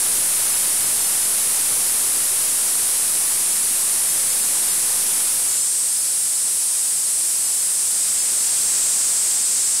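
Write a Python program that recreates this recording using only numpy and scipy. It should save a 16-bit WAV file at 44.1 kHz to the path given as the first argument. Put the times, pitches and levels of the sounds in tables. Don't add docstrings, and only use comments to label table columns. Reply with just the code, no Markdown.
import sys
import numpy as np
from scipy import signal
from scipy.fft import rfft, irfft
from scipy.io import wavfile
from scipy.ndimage import uniform_filter1d

SR = 44100
rng = np.random.default_rng(int(sys.argv[2]) if len(sys.argv) > 2 else 0)


def wav_record(signal):
    frames = np.transpose(np.atleast_2d(signal))
    bounded = np.clip(frames, -1, 1)
    quanta = np.round(bounded * 32767).astype(np.int16)
    wavfile.write(sys.argv[1], SR, quanta)


def volts(x):
    e = np.asarray(x, float) / 20
    return 10 ** e


N = 432180

FRAME, GRID = 1024, 550
SKIRT_HZ = 12170


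def level(x):
    return x / np.sqrt(np.mean(x ** 2))


def aim(column):
    # time in seconds, open view of the water 0-1, shading of the microphone by the steel part 0-1.
    tilt = [(0, 1, 0), (1.6, 0.82, 0.06), (3.6, .52, 0.21), (4.6, 0.61, 0.2), (5.2, 0.58, 0.2),
            (5.4, .3, .22), (5.55, 0.1, 0.72), (5.68, 0, 0.68), (6, .01, 0.51), (7.75, 0.02, 0.57),
            (8.2, 0.09, 0.7), (8.75, 0.18, .9), (9.4, 0.06, 0.9), (9.8, 0.01, 1)]
    rows = np.array(tilt)
    seconds = np.arange(N) / SR
    return np.clip(np.interp(seconds, rows[:, 0], rows[:, column]), 0, 1)


def facing(ends):
    away, toward = ends
    return away + (toward - away) * aim(column=1) ** 0.65


def shaded(ends):
    bare, covered = ends
    return bare + (covered - bare) * aim(column=2)


def throb(depth):
    throb_hz, start_turn = 120.03, 0.37
    return 1 + depth * np.cos(2 * np.pi * (throb_hz * np.arange(N) / SR + start_turn))


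def walk(rate):
    hold = int(SR / rate)
    steps = np.repeat(rng.standard_normal(N // hold + 1), hold)
    smooth = uniform_filter1d(uniform_filter1d(steps, hold), hold)
    return level(smooth[:N])


def bubbles(scatter_db):
    strength = volts(scatter_db * rng.standard_normal(N))
    return level(rng.standard_normal(N) * strength)


def ring(hz, centre_hz, width_hz, db):
    distance = 2 * (hz - centre_hz) / width_hz
    return volts(db) ** 2 / width_hz / (1 + distance ** 2) ** 2


def shaped(x, rings):
    hz, seconds, frames = signal.stft(x, SR, nperseg=1024)
    at = np.minimum((seconds * SR).astype(int), N - 1)
    power = 0
    for settings in rings:
        centre_hz, width_hz, db = (np.broadcast_to(curve, N)[at] for curve in settings)
        power = power + ring(hz[:, None], centre_hz, width_hz, db)
    return signal.istft(frames * np.sqrt(power * SR / np.pi * 2), SR, nperseg=1024)[1][:N]


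def whistle():
    upper_db = shaded((2.5, -6)) + 0.57 * walk(12)
    lower_db = shaded((-4.5, 2)) + 0.36 * walk(12)
    narrow = facing((0.77, 1.13))
    upper = (shaded((9780, 9460)), shaded((3130, 3000)) * narrow, upper_db)
    lower = (shaded((8640, 8100)), shaded((2320, 2600)) * narrow, lower_db)
    shoulder_db = upper_db - 10 + shaded((-1, 2)) + facing((-1.5, 0.5))
    shoulder = (SKIRT_HZ, 3200, shoulder_db)
    upper_crest = (shaded((10000, 9500)), 800, upper_db - 11)
    lower_crest = (8220, 650, lower_db - 8.5 + shaded((-2, -2)))
    return shaped(bubbles(1.48), [upper, lower, shoulder, upper_crest, lower_crest])


def wall():
    db = shaded((-14.5, -10.5)) + 0.18 * walk(12)
    broad = (5470, 2400, db)
    lowest = (5000, 900, db - 11.5)
    return shaped(bubbles(1.0), [broad, lowest])


def hiss(scatter_db):
    spray_db = -14.5
    power = facing((0.12, 1))
    return volts(spray_db) * np.sqrt(power) * bubbles(scatter_db) * throb(0.18)


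def tank():
    ringing = whistle() + volts(-5.0) * wall()
    return ringing * throb(0.13) + hiss(scatter_db=2.5)


def folded():
    return shaped(bubbles(0.8), [(16000, 4000, -41)])


def bump():
    start_s, peak_db, decay_s = 0.888, -38, 0.02
    t = np.arange(N) / SR - start_s
    return -volts(peak_db) * np.clip(t / 0.002, 0, 1) * np.exp(-np.maximum(t, 0) / decay_s)


def scene():
    drive_db = facing((1, 6.5))
    return np.tile(volts(drive_db) * tank(), (2, 1))


def saturate(x, bias, knee):
    fine = signal.resample_poly(x + bias, 2, 1)
    squashed = fine / (1 + np.abs(fine) ** knee) ** (1 / knee)
    return signal.resample_poly(squashed, 1, 2)


def microphone(x):
    # frequency in Hz, level in dB.
    response = [(20, -5), (60, -4.5), (250, -0.5), (1000, 0.6), (3500, -0.6), (11000, -2), (12500, -4),
                (16000, -7.5)]
    points = np.array(response)
    hz = np.fft.rfftfreq(N, 1 / SR)
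    gain = volts(np.interp(np.log(hz + 1), np.log(points[:, 0]), points[:, 1]))
    gain[hz < 2] = 1
    return irfft(rfft(x) * gain * (hz < 15745), N)


def swaps():
    # time in seconds, centre in Hz, width in Hz.
    whistle_swaps = [(.384, 7580, 1400), (.477, 7580, 1400), (.547, 8270, 1400), (.848, 9300, 2100),
                     (.988, 10330, 1400), (1.591, 8600, 2800), (1.638, 10330, 1400), (2.265, 8960, 1400),
                     (2.474, 8960, 2800), (2.752, 10330, 1400), (3.124, 10330, 2800), (3.542, 9650, 1400),
                     (3.658, 7580, 1400), (4.68, 10680, 2100), (4.726, 7230, 2100), (5.051, 8960, 2800),
                     (5.492, 9650, 1400), (5.539, 8270, 1400), (5.608, 9650, 1400), (7.025, 9650, 2800),
                     (7.373, 8960, 2800), (7.605, 9650, 1400), (8.232, 8960, 1400), (8.395, 7580, 1400),
                     (8.488, 7920, 2100), (9.765, 7580, 1400)]
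    wall_swaps = [.547, .848, 1.011, 1.057, 1.243, 3.519, 4.099, 4.308, 4.424, 4.703, 5.492, 5.539, 5.585,
                  5.632, 6.003, 6.352, 7.466, 7.605, 8.209, 8.395, 9.44, 9.649]
    shoulder_swaps = [.547, 1.475, 1.638, 2.149, 3.449, 3.588, 3.612, 4.424, 5.051, 7.164, 7.791, 7.954,
                      9.44, 9.509]
    width_hz = 1600
    top_frames = 1 + rng.choice(N // FRAME - 3, 24, replace=False)
    top_swaps = (GRID + FRAME * top_frames) / SR
    patches = list(whistle_swaps)
    patches += [(s, 5650, width_hz) for s in wall_swaps]
    patches += [(s, SKIRT_HZ, width_hz) for s in shoulder_swaps]
    patches += [(s, 14500, width_hz) for s in top_swaps]
    return patches


def noise_fill(mono, fill_db):
    out = np.tile(mono, (2, 1))
    window = np.sin(np.pi * (np.arange(2 * FRAME) + 0.5) / (2 * FRAME))
    place = np.arange(2 * FRAME) + 0.5 + FRAME / 2
    lines_per_hz = 2 * FRAME / SR
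    for s, hz, width_hz in swaps():
        start = GRID + FRAME * (round((s * SR - GRID) / FRAME) - 1)
        first = round((hz - width_hz / 2) * lines_per_hz)
        last = round((hz + width_hz / 2) * lines_per_hz)
        lines = np.arange(first, last) + 0.5
        basis = np.cos(np.pi / FRAME * lines[:, None] * place) * window
        heard = basis @ mono[start:start + 2 * FRAME]
        band_rms = np.sqrt(uniform_filter1d(heard ** 2, size=32))
        filled = volts(fill_db) * band_rms * rng.standard_normal((2, len(lines)))
        out[:, start:start + 2 * FRAME] += (filled - heard) @ basis * 2 / FRAME
    return out


def top_cut(x):
    return signal.sosfilt(signal.butter(12, 16890, fs=SR, output="sos"), x)


def record(dry):
    ceiling_db = -15.5 + shaded((0, 1.3)) + facing((-0.44, 0.17))
    clipped = saturate(dry[0], bias=0.14 * aim(column=1), knee=2.68) * volts(ceiling_db)
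    late_hiss = volts(-16.5) * hiss(scatter_db=1.4)
    body_wall = volts(-23.5) * wall()
    heard = microphone(clipped + late_hiss + body_wall + folded() + bump())
    mix = noise_fill(heard, fill_db=-0.7)
    return top_cut(mix)


dry = scene()
out = record(dry)
wav_record(out)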